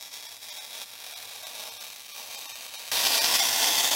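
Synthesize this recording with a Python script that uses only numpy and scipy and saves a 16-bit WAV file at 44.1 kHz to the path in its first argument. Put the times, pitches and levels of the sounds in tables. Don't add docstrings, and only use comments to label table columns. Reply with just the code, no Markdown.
import sys
import numpy as np
from scipy import signal
from scipy.fft import rfft, irfft
from scipy.io import wavfile
from scipy.ndimage import uniform_filter1d, map_coordinates

SR = 44100
rng = np.random.default_rng(int(sys.argv[2]) if len(sys.argv) > 2 else 0)


def ratio(d):
    e = np.asarray(d, float) / 20
    return 10 ** e


def persist_wave(psi):
    counts = np.round(np.clip(psi, -1, 1) * 32767).astype(np.int16)
    wavfile.write(sys.argv[1], SR, np.atleast_2d(counts).T)


N = 174195
JUMP_S = 2.9158


def unit(x):
    return x / np.sqrt(np.mean(x ** 2))


def reson(x, hz, width_hz):
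    b, a = signal.iirpeak(min(hz, 20000), hz / width_hz, fs=SR)
    return signal.lfilter(b, a, x)


def noise_band(hz, width_hz, passes=1):
    x = rng.standard_normal(N)
    for _ in range(passes):
        x = reson(x, hz, width_hz)
    return unit(x)


def walk(rate_hz):
    hold = int(SR / rate_hz)
    steps = np.repeat(rng.standard_normal(N // hold + 1), hold)
    return unit(uniform_filter1d(uniform_filter1d(steps, hold), hold)[:N])


def clicks(times, sizes):
    at = (times[times < N / SR] * SR).astype(int)
    return np.bincount(at, sizes[:len(at)], N)


# (time [s], arc level [dB], pool thump against the arc [dB], share of missed shorts [0-1])
ARC_SOFT = [(0, -42, -17, 0), (.11, -47, -18, 0.65), (.14, -41.5, -18, 0.22), (.36, -43.5, -15, 0.67),
            (.405, -48.5, -22, 0.45), (.425, -43, -19, 0.01), (.83, -40, -10.5, 0.14),
            (.85, -48, -17, 0.03), (1.05, -42, -16.5, 0.28), (1.66, -39, -8.5, 0.2),
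            (2.08, -44.5, -25, 0.64), (2.2, -39.5, -10, 0.36), (2.88, -40.5, -17, 0.02),
            (2.91, -46.5, -33, 0.1)]
# (time [s], arc level [dB], pool thump against the arc [dB], share of missed shorts [0-1])
ARC_AFTER_JUMP = [(2.93, -24.5, -13, 0.18), (3.0, -23.5, -10.5, 0.15), (3.21, -23, -12, 0.1),
                  (3.335, -23, -8.5, .2), (3.355, -19, -16, 0.055), (3.385, -25, -18, .4),
                  (3.395, -22, -11, 0.086), (3.585, -24, -11, 0.18), (3.608, -23, -9.5, 0.048),
                  (3.89, -25, -12, 0.44), (3.906, -29.5, -15, 0.66), (3.914, -23, -9.5, .1),
                  (3.95, -24.5, -9, 0.12)]


def control(t, axis):
    soft, loud = (np.interp(t, np.array(c)[:, 0], np.array(c)[:, axis]) for c in (ARC_SOFT, ARC_AFTER_JUMP))
    return np.where(t < JUMP_S, soft, loud)


# (time [s], peak over the arc level
# [dB])
HARD_SHORTS = [(0.0101, 18.0), (0.0187, 14.0), (0.026, 19.0), (0.0342, 17.0), (0.1409, 16.0), (0.1677, 14.0),
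               (0.2263, 18.0), (0.233, 16.0), (0.2408, 15.0), (0.2538, 16.0), (0.2676, 19.0), (0.3177, 15.0),
               (0.3252, 18.0), (0.3466, 15.0), (0.3672, 20.0), (0.3757, 16.0), (0.421, 15.0), (0.4296, 18.0),
               (0.4428, 18.0), (0.4508, 16.0), (0.4665, 15.0), (0.4855, 17.0), (0.4905, 15.0),
               (0.5256, 14.0), (0.5522, 15.0), (0.5705, 17.0), (0.6498, 17.0), (0.7307, 16.0),
               (0.7424, 15.0), (0.7531, 16.0), (0.7797, 14.0), (0.8003, 16.0), (0.8119, 16.0), (0.817, 21.0),
               (0.8254, 14.0), (0.8327, 16.0), (0.8593, 16.0), (0.8805, 16.0), (0.884, 15.0), (0.8906, 15.0),
               (0.9036, 18.0), (0.9152, 17.0), (0.9228, 15.0), (0.9348, 18.0), (0.954, 18.0), (0.9604, 16.0),
               (0.9792, 14.0), (0.9891, 16.0), (1.0024, 18.0), (1.0089, 14.0), (1.0159, 16.0), (1.023, 17.0),
               (1.0429, 17.0), (1.0651, 16.0), (1.1105, 16.0), (1.1371, 15.0), (1.1874, 14.0),
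               (1.2274, 18.0), (1.2324, 14.0), (1.2757, 15.0),
               (1.3556, 14.0), (1.3603, 15.0), (1.4689, 19.0), (1.5616, 14.0), (1.5964, 17.0), (1.6012, 15.0),
             (1.638, 16.0), (1.6546, 14.0), (1.6697, 14.0), (1.676, 15.0), (1.738, 16.0), (1.8112, 17.0),
             (1.8203, 14.0), (1.8252, 14.0), (1.8385, 15.0), (1.843, 16.0), (1.8497, 16.0), (1.8667, 17.0),
             (1.8746, 14.0), (1.8806, 16.0), (1.902, 19.0), (1.9121, 14.0), (1.9614, 17.0), (1.9958, 17.0),
             (2.0044, 18.0), (2.0118, 14.0), (2.0197, 16.0), (2.0335, 14.0), (2.0478, 15.0), (2.0557, 14.0),
             (2.0629, 16.0), (2.0822, 16.0), (2.0905, 17.0), (2.0973, 17.0), (2.1031, 15.0), (2.1214, 13.0),
             (2.1317, 15.0), (2.1353, 16.0), (2.151, 14.0), (2.18, 17.0), (2.1975, 15.0), (2.2755, 14.0),
             (2.3476, 18.0), (2.3907, 16.0), (2.4134, 14.0), (2.4556, 15.0), (2.4948, 16.0), (2.5, 15.0),
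             (2.5645, 15.0), (2.5889, 14.0), (2.6427, 14.0), (2.665, 18.0), (2.7393, 18.0), (2.7443, 15.0),
             (2.7498, 13.0), (2.7539, 15.0), (2.8248, 14.0), (2.8671, 14.0), (2.8782, 16.0), (2.885, 16.0),
               (2.9548, 14.0), (2.9611, 11.0), (2.9686, 13.0), (2.9917, 12.0), (2.9974, 12.0), (3.0517, 17.0),
             (3.0603, 12.0), (3.0696, 14.0), (3.0842, 11.0), (3.0938, 11.0), (3.1434, 12.0), (3.1485, 13.0),
             (3.1592, 14.0), (3.1804, 12.0), (3.2112, 11.0), (3.2332, 12.0), (3.2402, 11.0), (3.2444, 12.0),
             (3.2583, 17.0), (3.3416, 11.0), (3.3451, 12.0), (3.3513, 13.0), (3.3555, 14.0), (3.3907, 14.0),
             (3.4083, 12.0), (3.4171, 12.0), (3.4874, 13.0), (3.5148, 11.0), (3.5506, 12.0), (3.561, 11.0),
             (3.5955, 11.0), (3.6118, 12.0), (3.6163, 11.0), (3.6202, 13.0), (3.6756, 13.0), (3.6798, 14.0),
             (3.6836, 13.0), (3.6937, 12.0), (3.6969, 11.0), (3.7021, 12.0), (3.7091, 13.0), (3.7209, 14.0),
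             (3.7258, 14.0), (3.7414, 13.0), (3.7518, 12.0), (3.7556, 14.0), (3.7701, 12.0), (3.7972, 12.0),
             (3.8039, 12.0), (3.8115, 14.0), (3.8308, 12.0), (3.8518, 12.0), (3.8653, 12.0), (3.8741, 15.0),
             (3.8844, 12.0), (3.9124, 13.0), (3.9156, 18.0), (3.9231, 12.0), (3.9345, 13.0), (3.9498, 12.0)]


def arc(t):
    shorts_hz, period_scatter, size_scatter_db = 262.1, 0.2, 7.5
    clear_s = 0.0025
    tint_db = 2
    sizzle_per_s, flicker_db = 2500, 1.04

    scatter, u = rng.standard_normal(2000), rng.random((2000, 4))
    at = np.cumsum(np.exp(period_scatter * scatter) / shorts_hz)
    not_missed = np.clip((u[:, 1] - control(at, axis=3)) * 10, 0, 1)
    size = ratio(-size_scatter_db * u[:, 0]) * not_missed * ratio(np.where(at < JUMP_S, -3.5, -6))

    hard_s, hard_db = np.array(HARD_SHORTS).T
    size *= abs(at[:, None] - hard_s).min(axis=1) > clear_s
    hard = clicks(np.minimum(hard_s, t[-1]), ratio(hard_db - 19 - 1.5 * (hard_s > JUMP_S)))

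    dull, sharp = (clicks(at, size * ratio(-tint_db * u[:, k])) for k in (2, 3))
    shorts = hard + sharp + signal.filtfilt(*signal.butter(2, 6500, fs=SR), dull - sharp)

    gap, strength = rng.exponential(size=(20000, 2)).T
    sizzle = unit(clicks(np.cumsum(gap) / sizzle_per_s, strength - 1))
    sizzle_gain = ratio(-2 + 2.5 * (t > JUMP_S))
    return -(unit(shorts) + sizzle_gain * sizzle) * ratio(flicker_db * walk(25.04))


# (delay at the start [ms], at the gain jump [ms],
# at the end [ms], gain [ratio], negative = upside down)
ECHOES = [(.27, 0.32, 0.15, 0.16), (.53, .47, 0.24, 0.23), (.69, 0.567, 0.784, -0.41),
          (.86, 0.774, 0.39, 0.22), (1.3, 1.284, 0.97, 0.21), (1.45, 1.4, 1.54, 0.099),
          (1.8, 1.6, 3, 0.067), (3.62, 3.5, 3.4, 0.16), (3.75, 2.9, 4.3, -0.17), (4.45, 4.4, 4.3, 0.24),
          (4.8, 3.6, 3.9, 0.072), (7.4, 6.6, 11, 0.0094)]


def near_echoes(x, t):
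    wobble_ms = np.where(t < JUMP_S, 0.0096, 0.041)
    echoes = np.zeros(N)
    for *lags_ms, gain in ECHOES:
        lag_ms = np.interp(t, (0, JUMP_S, t[-1]), lags_ms) + wobble_ms * walk(3)
        echoes += gain * map_coordinates(x, [(t - lag_ms / 1000) * SR])
    return x + ratio(-9 * (t > JUMP_S)) * echoes


# (pitch [Hz], width [Hz], level [dB])
STEEL = [
    (2070, 50, -2.5),
    (2530, 50, 17.5),
    (2790, 14, -9),
    (3627, 74, 26),
    (4500, 80, 7),
    (7180, 370, 29),
    (7300, 120, -85),
    (9250, 140, -76),
    (10400, 1100, 8),
    (13700, 110, -31),
]


def steel_ring(x):
    ring = np.zeros(N)
    for k, (hz, width_hz, db) in enumerate(STEEL):
        ring += (-1) ** k * ratio(db) * np.sqrt(100 / width_hz) * reson(x, hz, width_hz)
    return ratio(-11) * unit(ring) * np.std(x)


def even(response):
    f = rfft(response)
    power = abs(f) ** 2
    return irfft(f * np.sqrt(power.mean() / uniform_filter1d(power, size=75)), len(response))


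def workshop_tail(x, t):
    turns = 0.41 * t / t[-1] + 0.51 * np.maximum(t - JUMP_S, 0)
    lag = t[:SR // 2]
    tails = np.zeros((2, len(lag)))
    # (time to fade by 60 dB [s], level [dB])
    for t60_s, db in ((0.011, -4), (0.03, -4.5), (0.73, -4.5)):
        noise = rng.standard_normal(tails.shape) * (lag > 0.0016)
        tails += ratio(db) * noise * 1000 ** (-lag / t60_s) / np.sqrt(t60_s * SR / 14)
    wet = np.zeros(N)
    for response, mix in zip(tails, (np.cos, np.sin)):
        wet += signal.fftconvolve(x * mix(2 * np.pi * turns), even(response))[:N]
    return wet


# (centre [Hz], width [Hz], share removed [0-1])
DIPS = [
    (401.5, 56, 1),
    (544, 130, 0.32),
    (3280, 880, 0.04),
    (1285, 128, 1),
    (2215, 347, 0.55),
    (2890, 400, 0.42),
    (4105, 510, 0.41),
    (8800, 460, 0.44),
]


def dips(x):
    for hz, width_hz, share in DIPS:
        x = x - share * reson(x, hz, width_hz)
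    return x


# (frequency [Hz], level [dB])
CLICK = [
    (60, -19),
    (250, -18.5),
    (700, -10.5),
    (1600, -5),
    (3500, 1),
    (6000, -7),
    (8000, -9.5),
    (15800, -12.5),
]


def click_colour(x, size=1024):
    causal_share = 0.23
    hz = np.maximum(np.arange(size // 2 + 1) * SR / size, 20)
    points_hz, points_db = np.array(CLICK).T
    cep = irfft(np.log(ratio(np.interp(np.log(hz), np.log(points_hz), points_db))))
    cep[1:size // 2] *= 1 + causal_share
    cep[size // 2 + 1:] *= 1 - causal_share
    response = np.roll(irfft(np.exp(rfft(cep))), size // 2)
    coloured = signal.fftconvolve(x, response)[size // 2:][:len(x)]
    return unit(signal.lfilter(*signal.butter(2, 338, "high", fs=SR), coloured))


# (time [s], centre [Hz], level [dB])
NOZZLE = [
    (0, 5400, -4.5),
    (1.0, 5000, -13),
    (2.9, 4700, -22),
    (2.92, 4400, -7),
    (3.95, 6660, -12),
]


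def nozzle(x, t):
    width_hz = 1100
    s, hz, db = np.array(NOZZLE).T
    turn = np.exp(2j * np.pi * np.cumsum(np.interp(t, s, hz)) / SR)
    ring = (signal.lfilter(*signal.butter(1, width_hz / 2, fs=SR), x / turn) * turn).real
    return ratio(np.interp(t, s, db) - 3) * unit(ring)


def pool(x, t):
    hz, width_hz = 821, 480 * 2.2
    thump = unit(reson(reson(x, hz, width_hz), hz, width_hz))
    return ratio(control(t, axis=2) - 3.5) * thump


def rumble(t):
    deep = ratio(-43) * noise_band(73, 43)
    fan_db = -24 + 0.56 * control(t, axis=2) + 0.5 * walk(15)
    return deep + ratio(fan_db) * noise_band(282, 580, passes=2)


def hum(t):
    level = ratio(-76 + 4 * walk(20)) * np.where(t < JUMP_S, 1, ratio(9.5))
    return level * np.sqrt(2) * np.sin(2 * np.pi * 101 * t + 0.72 * walk(7.7))


def shop():
    return ratio(-71.5) * noise_band(263, 380, passes=2)


def gas(t):
    return ratio(np.where(t < JUMP_S, -57, -40) + walk(21)) * noise_band(11000, 7300)


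def scene():
    t = np.arange(N) / SR
    near = arc(t)
    heard = dips(near_echoes(near, t) + steel_ring(near) + workshop_tail(near, t))
    bright = click_colour(heard) + nozzle(heard, t)
    rise = np.where(t < JUMP_S, 1, 1 - 0.44 * np.exp(-np.maximum(t - JUMP_S, 0) / 0.00088))
    weld = ratio(control(t, axis=1)) * rise * (bright + pool(heard, t) + rumble(t))
    return (weld + hum(t) + shop() + gas(t))[None]


THIN_S = [.2757, .5123, .5965, 1.1508, 1.4483, 1.7067, 1.7908, 2.1319, 2.367, 2.4744, 2.5382, 2.7733, 3.2,
          3.4133]


def thin_out(x, size=940):
    above_rms, tilt, kept_gain_db = 2.2, 0.55, 4
    n = np.arange(2 * size)
    waves = np.cos(np.pi / size * np.outer(np.arange(size) + 0.5, n + 0.5 + size / 2))
    basis = waves * np.sin(np.pi * (n + 0.5) / (2 * size))
    at = (np.array(THIN_S) * SR).astype(int)[:, None] - size + n
    lines = x[at] @ basis.T
    local = uniform_filter1d(lines ** 2, size=61) + 1e-18
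    limit = above_rms * np.sqrt(local ** tilt * local.mean(axis=1)[:, None] ** (1 - tilt))
    kept = np.where(abs(lines) > limit, lines * ratio(kept_gain_db), 0)
    y = x.copy()
    y[at] += (kept - lines) @ basis * 2 / size
    return y


def roll_off(x):
    return signal.sosfilt(signal.butter(12, 17000, fs=SR, output="sos"), x)


def record(dry):
    limit, top_hz = 0.7, 15800
    rounded = limit * np.tanh(dry[0] / limit)
    low_pass = signal.ellip(8, 0.1, 40, top_hz, fs=SR, output="sos")
    mixed = signal.sosfiltfilt(low_pass, thin_out(rounded))[None]
    return roll_off(mixed)


dry = scene()
out = record(dry)
persist_wave(out)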